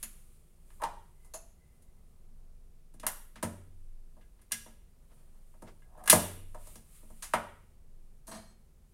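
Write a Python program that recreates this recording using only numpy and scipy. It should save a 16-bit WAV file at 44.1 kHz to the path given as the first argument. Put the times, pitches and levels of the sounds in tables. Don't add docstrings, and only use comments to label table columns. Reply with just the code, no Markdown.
import sys
import numpy as np
from scipy import signal
from scipy.fft import rfft, irfft
from scipy.io import wavfile
from scipy.ndimage import uniform_filter1d

SR = 44100
rng = np.random.default_rng(int(sys.argv[2]) if len(sys.argv) > 2 else 0)


def unload_audio(sound):
    columns = np.transpose(np.atleast_2d(sound))
    steps = np.round(np.clip(columns, -1, 1) * 32767)
    wavfile.write(sys.argv[1], SR, steps.astype(np.int16))


N = 393813

# low edge f/Hz, high edge f/Hz
PART_EDGES_HZ = [(10500, 14000), (7500, 10500), (5200, 7500), (3600, 5200), (2500, 3600), (1800, 2500),
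                 (1250, 1800), (850, 1250), (550, 850), (350, 550), (150, 350), (70, 150)]


def undb(db):
    return 10 ** (np.asarray(db) / 20)


def unit(x):
    return x / np.sqrt(np.mean(x ** 2))


def band(x, lo_hz, hi_hz, order=2):
    return signal.sosfilt(signal.butter(order, [lo_hz, hi_hz], "band", fs=SR, output="sos"), x)


def ring(x, hz, width_hz):
    return signal.lfilter(*signal.iirpeak(hz, hz / width_hz, fs=SR), x)


def curve(rows):
    s, db = np.transpose(rows)
    return undb(np.interp(np.arange(N) / SR, s, db, left=-200, right=-200))


def swells(rows):
    depth_db = 30
    gain = 0
    for start, peak, end, db in rows:
        gain = gain + curve([(start, db - depth_db), (peak, db), (end, db - depth_db)])
    return gain


def noise(points):
    hz, db = np.transpose(points)
    bins = np.fft.rfftfreq(N, 1 / SR)
    gain = undb(np.interp(np.log(bins + 1), np.log(hz), db)) * (bins > hz[0])
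    return unit(irfft(rfft(rng.standard_normal(N)) * gain, N))


def walk(rate):
    hold = int(SR / rate)
    steps = np.repeat(rng.standard_normal(N // hold + 1), hold)
    return uniform_filter1d(uniform_filter1d(steps, hold), hold)[:N]


def hush():
    # f/Hz, level per Hz/dB (relative)
    hush_colour = [(19, -33.5), (32, -11), (71, -20), (112, -30), (146, -27.5), (255, -34.5), (280, -48.5),
                   (348, -40), (382, -38.5), (1300, -53), (1690, -87), (2860, -120)]
    # f/Hz, level per Hz/dB (relative)
    hiss_colour = [(760, -34), (1300, -1), (2710, -4), (3140, -5.5), (5480, -5.5), (11000, -4.5),
                   (16000, -9)]
    hush_db, hiss_db = -60, -78
    room_hush = undb(hush_db + 1.2 * walk(3.2)) * noise(hush_colour)
    return room_hush + undb(hiss_db) * noise(hiss_colour)


def hum():
    # f/Hz, middle rms level/dB
    tones = [(148, -77), (350, -84.5)]
    t = np.arange(N) / SR
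    total = 0
    for hz, db in tones:
        level = np.sqrt(2) * undb(db + walk(6.8))
        total = total + level * np.sin(2 * np.pi * hz * t)
    return total


def rumble():
    middle_hz, wander_hz = 19.9, 1.9
    middle_db, swell_db, swells_per_s = -53.5, 7.5, 5
    phase = 2 * np.pi * np.cumsum(middle_hz + wander_hz * walk(13)) / SR
    return np.sqrt(2) * undb(middle_db + swell_db * walk(swells_per_s)) * np.sin(phase)


def rustle():
    # t/s, level/dB
    movement = [(0, -63.5), (.55, -75), (.8, -69), (1.1, -77.5), (2.8, -84), (4.45, -79), (5.0, -82.5),
                (5.15, -75), (5.4, -78), (6.45, -78.5), (6.68, -58), (6.85, -69), (6.97, -63), (7.1, -68),
                (7.3, -65.5), (7.8, -84.5), (8.93, -82.5)]
    # f/Hz, level per Hz/dB (relative)
    cloth = [(710, -30), (1200, -6), (1520, -16.5), (2200, -9.5), (5530, -16), (9210, -1.5), (15200, -13),
             (16000, -18.5)]
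    return curve(movement) * undb(2 * walk(19)) * noise(cloth)


def squeak():
    # start t/s, peak t/s, end t/s, level/dB
    squeak_times = [(1.0, 1.26, 1.44, -77), (1.35, 1.62, 2.6, -81)]
    return unit(ring(rng.standard_normal(N), 2036, 40)) * swells(squeak_times)


def shuffle():
    # start t/s, peak t/s, end t/s, level/dB (an end before the start stays silent)
    shifts = [(4.5, 5.18, 5.83, -76), (5.46, 5.53, 4.3, -69), (5.62, 5.68, 5.8, -63), (5.77, 5.83, 5, -85)]
    rub = unit(band(rng.standard_normal(N), 220, 680, order=1)) * undb(8.7 * walk(30))
    return rub * swells(shifts)


def drag():
    # start t/s, peak t/s, end t/s, level of the ringing/dB, pitch f/Hz
    drags = [(.8, 0.833, 0.89, -32, 927), (5.85, 6.0, 6.12, -55.5, 720)]
    width_hz, slips_per_s = 130, 1500
    jerks = (rng.random(N) < slips_per_s / SR) * rng.standard_normal(N)
    slips = band(jerks, 350, 1500)
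    total = 0
    for *row, hz in drags:
        shake = unit(ring(slips, hz, width_hz)) + undb(-11.5) * unit(slips)
        total = total + shake * swells([row])
    return total


def parts(snap_db, snap_hz, body_db, body_hz, thud_db):
    snap_fall_db = 6.5
    body_fall_db = 5.5
    thud_hz, thud_fall_db, thud_low_fall_db = 208, 8, 3.5
    octave = np.log2(np.prod(PART_EDGES_HZ, axis=1)) / 2
    snap = snap_db - snap_fall_db * np.abs(octave - np.log2(snap_hz))
    body = body_db - body_fall_db * (octave - np.log2(body_hz)) ** 2
    above = octave - np.log2(thud_hz)
    thud = thud_db - np.maximum(thud_fall_db * above, -thud_low_fall_db * above)
    return 10 * np.log10(undb(snap) ** 2 + undb(body) ** 2 + undb(thud) ** 2)


def colour(part_db, size):
    top_droop_db, bottom_droop_db = -8.5, -9.5
    lo, hi = np.transpose(PART_EDGES_HZ[::-1])
    per_hz = part_db[::-1] - 10 * np.log10((hi - lo) / (SR / 2))
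    hz = np.r_[40, np.sqrt(lo * hi), 16000]
    db = np.r_[per_hz[0] + bottom_droop_db, per_hz, per_hz[-1] + top_droop_db]
    bins = np.fft.rfftfreq(size, 1 / SR)
    log_gain = np.log(undb(np.interp(np.log(bins + 1), np.log(hz), db)))
    cepstrum = irfft(log_gain)[:size // 2]
    return np.exp(2 * rfft(cepstrum, size) - cepstrum[0])


def contact_chatter(lasting_ms, size, rise_ms=1.3):
    ms = np.arange(size) / SR * 1000
    rise = 1 - np.exp(-(ms / rise_ms) ** 2)
    burst = rng.standard_normal((len(lasting_ms), size)) * np.exp(-ms / lasting_ms) * rise
    spectrum = rfft(burst)
    even = irfft(spectrum / np.abs(spectrum))
    chatter = even * np.exp(-ms / (3 * lasting_ms)) * rise
    energy = np.sum(chatter ** 2, axis=1, keepdims=True)
    return chatter / np.sqrt(energy / (lasting_ms * SR / 1000))


def blows(events, modes, size=8192):
    thud_lag_s, thud_top_hz = .012, 252.3
    events = np.array(events)
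    chatter = contact_chatter(np.clip(events[:, -2:-1], .5, 60), size)
    bins = np.fft.rfftfreq(size, 1 / SR)
    late = np.exp(-2j * np.pi * thud_lag_s * thud_top_hz * np.arctan(bins / thud_top_hz))
    contact, push = np.zeros((2, N + size))
    for (s, *strength, _, ring_db), shake in zip(events, chatter):
        hit = irfft(rfft(shake) * colour(parts(*strength), size) * late)
        start = int(s * SR)
        contact[start:start + size] += hit
        push[start:start + size] += undb(ring_db) * hit
    ringing = sum(undb(db) * ring(push, hz, width) for hz, width, db in modes)
    return undb(-14) * (contact + ringing)[:N]


def grille():
    # t/s, snap level/dB, snap f/Hz, body level/dB, body f/Hz, thud level/dB, chatter/ms, ring level/dB
    # (levels before the common 14 dB cut in blows)
    brushes = [(8.268, -53.5, 7000, -59, 1176, -62, 27.45, -2),
               (8.277, -52.5, 9500, -48, 850, -46, 28.5, -1.8),
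               (8.312, -49, 4360, -43.5, 944, -47.5, 31.7, -2.2),
               (8.345, -54.5, 4500, -51.5, 950, -49, 60.8, .4)]
    # f/Hz, width/Hz, level over the broad sound/dB
    grille_modes = [(205, 12, 10), (662, 11, 15), (1850, 20, 9), (2250, 14, 10), (3140, 20, 8),
                    (4110, 10, 17), (4250, 14, 13), (4700, 16, 10), (5740, 16, 9), (6420, 12, 15),
                    (8020, 16, 12), (8980, 20, 12), (9320, 20, 10), (11500, 25, 8)]
    return blows(brushes, grille_modes)


def heater():
    # t/s, snap level/dB, snap f/Hz, body level/dB, body f/Hz, thud level/dB, chatter/ms, ring level/dB
    # (levels before the common 14 dB cut in blows)
    ticks = [(.027, -37, 12000, -41.5, 2340, -46.5, 10, -3), (1.2444, -66, 9050, -62.5, 700, -79, 27, -18),
             (1.336, -45.5, 6660, -43, 760, -82, 19, 3), (1.82, -67, 10500, -74, 3000, -81, 11, -7),
             (2.997, -46.5, 7360, -46.5, 3300, -43, 3.2, -21),
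             (7.222, -40.5, 6830, -43, 1700, -59, 27, -16)]
    # f/Hz, width/Hz, level over the broad sound/dB
    heater_modes = [(657, 30, 9), (2650, 60, 6), (4290, 60, 5), (6460, 90, 11), (7000, 90, 12),
                    (9850, 60, 8), (10150, 70, 9), (11300, 200, 7)]
    return blows(ticks, heater_modes)


def bumps():
    # t/s, snap level/dB, snap f/Hz, body level/dB, body f/Hz, thud level/dB, chatter/ms, ring level/dB
    # (levels before the common 14 dB cut in blows; chatter held to 60 ms at most)
    knocks = [(.702, -67, 9500, -53.5, 1610, -61, 4.1, -24), (.817, -47.5, 9500, -29.5, 950, -60, 5.8, -7),
              (.835, -39.5, 6700, -32.5, 2270, -40, 4.8, 1),
              (3.030, -57, 8000, -38.5, 1160, -40.5, 12, -6.5),
              (3.3555, -56, 5000, -46.5, 1690, -46, 14.5, -20),
              (3.4257, -34, 8150, -32, 1450, -22.5, 9.7, -2.5), (4.163, -81, 5000, -60, 610, -56, 22, -13),
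              (4.660, -76, 9000, -53.5, 1010, -44, 11, -6.5),
              (5.538, -79, 10000, -61, 960, -58.5, 9.4, -6.5),
              (5.620, -55, 7900, -45.5, 756, -34.5, 6.5, -6.5),
              (5.9726, -70.5, 10000, -56.5, 750, -57.5, 72, -10),
              (6.1245, -19, 9500, -14.5, 753.3, -14, 11, -11),
              (6.5445, -57, 8000, -43, 852, -52, 8.1, -2.5), (6.669, -51.5, 8060, -53, 735, -54.5, 7.6, -9),
              (7.029, -71.5, 10260, -67, 894, -48, 8.2, -4),
              (7.0995, -62, 10100, -55.5, 737, -46, 8.7, -13),
              (7.3345, -35.5, 8000, -18.5, 1280, -28, 8.5, -4)]
    # f/Hz, width/Hz, level over the broad sound/dB
    bump_modes = [(593, 100, 12.8), (637, 40, 1.3), (934.4, 64, 8.3), (1280, 80, 1.3), (8650, 190, 1.1)]
    return blows(knocks, bump_modes)


def switches():
    # t/s, snap level/dB, snap f/Hz, body level/dB, body f/Hz, thud level/dB, chatter/ms, ring level/dB
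    # (levels before the common 14 dB cut in blows)
    clicks = [(2.9375, -63, 9500, -72.5, 840, -44, 8.1, -9),
              (3.065, -21, 11800, -23.5, 1250, -62, 3.85, -10.5),
              (4.209, -86, 9000, -65, 1970, -66, 19, -6), (4.389, -79, 8000, -65, 1800, -53, 8.1, -13),
              (4.414, -63.5, 10000, -65, 1700, -64, 9.6, -17), (4.510, -65, 9000, -50.5, 1500, -67, 18, -5),
              (4.518, -25, 7500, -31.5, 2640, -38.5, 5.5, -4),
              (5.819, -77, 10000, -60.5, 1550, -62.5, 2.4, 2),
              (6.037, -50, 11000, -44, 741, -56, 4.1, -6.5), (6.057, -44, 10500, -42, 900, -47.5, 8.8, -8),
              (6.075, -26.5, 9500, -20.5, 1608, -40, 4.5, -9.5),
              (6.0965, -11, 10500, -15, 2684, -25.5, 11, -10.5),
              (6.755, -44.5, 6000, -45.5, 646, -41, 3.2, -9.5)]
    # f/Hz, width/Hz, level over the broad sound/dB
    switch_modes = [(1650, 22, 17), (2060, 50, 10), (2800, 150, 4), (3450, 60, 7), (5710, 45, 12),
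                    (9030, 80, 6), (12000, 80, 7)]
    return blows(clicks, switch_modes)


def fade(t, t60):
    return np.exp(-np.log(1000) * t / t60) / np.sqrt(t60 * SR / (2 * np.log(1000)))


def room(x, size=36000):
    # centre f/Hz, time to fade by 60 dB t/s, level/dB (before the octave is cut out)
    tail = [(91, 0.89, -9.5), (180, 0.69, -7.5), (343, 0.56, -2.5), (718.5, 0.37, -0.5), (1350, 0.47, -4.5),
            (2740, 0.58, -6), (5438, .42, -3.5), (11200, 0.49, -5)]
    corner_t60_s, corner_db = .12, 1
    t = np.arange(size) / SR
    response = undb(corner_db) * rng.standard_normal(size) * fade(t, corner_t60_s)
    build_up = 1 - np.exp(-t / 0.0083)
    for hz, t60, db in tail:
        octave = band(rng.standard_normal(size), hz / np.sqrt(2), hz * np.sqrt(2))
        response += undb(db) * octave * fade(t, t60) * build_up
    response[0] = 1
    return signal.fftconvolve(x, response)[:N]


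def standing_waves(x):
    # f/Hz, width/Hz, level/dB
    boom = [(91.4, 1.6, 18), (177, 6.4, 13), (225, 7, 17)]
    return sum(undb(db) * ring(x, hz, width) for hz, width, db in boom)


def microphone_port(x):
    return x + (undb(9) - 1) * ring(x, 9800, 3000)


def scene():
    background = hush() + hum() + rumble() + rustle()
    handling = squeak() + shuffle()
    struck = grille() + heater() + bumps() + switches()
    source = struck + drag()
    near = microphone_port(room(source) + standing_waves(source))
    return (near + handling + background)[None]


def record(dry):
    return signal.sosfilt(signal.ellip(10, .2, 60, 15900, fs=SR, output="sos"), dry)


dry = scene()
out = record(dry)
unload_audio(out)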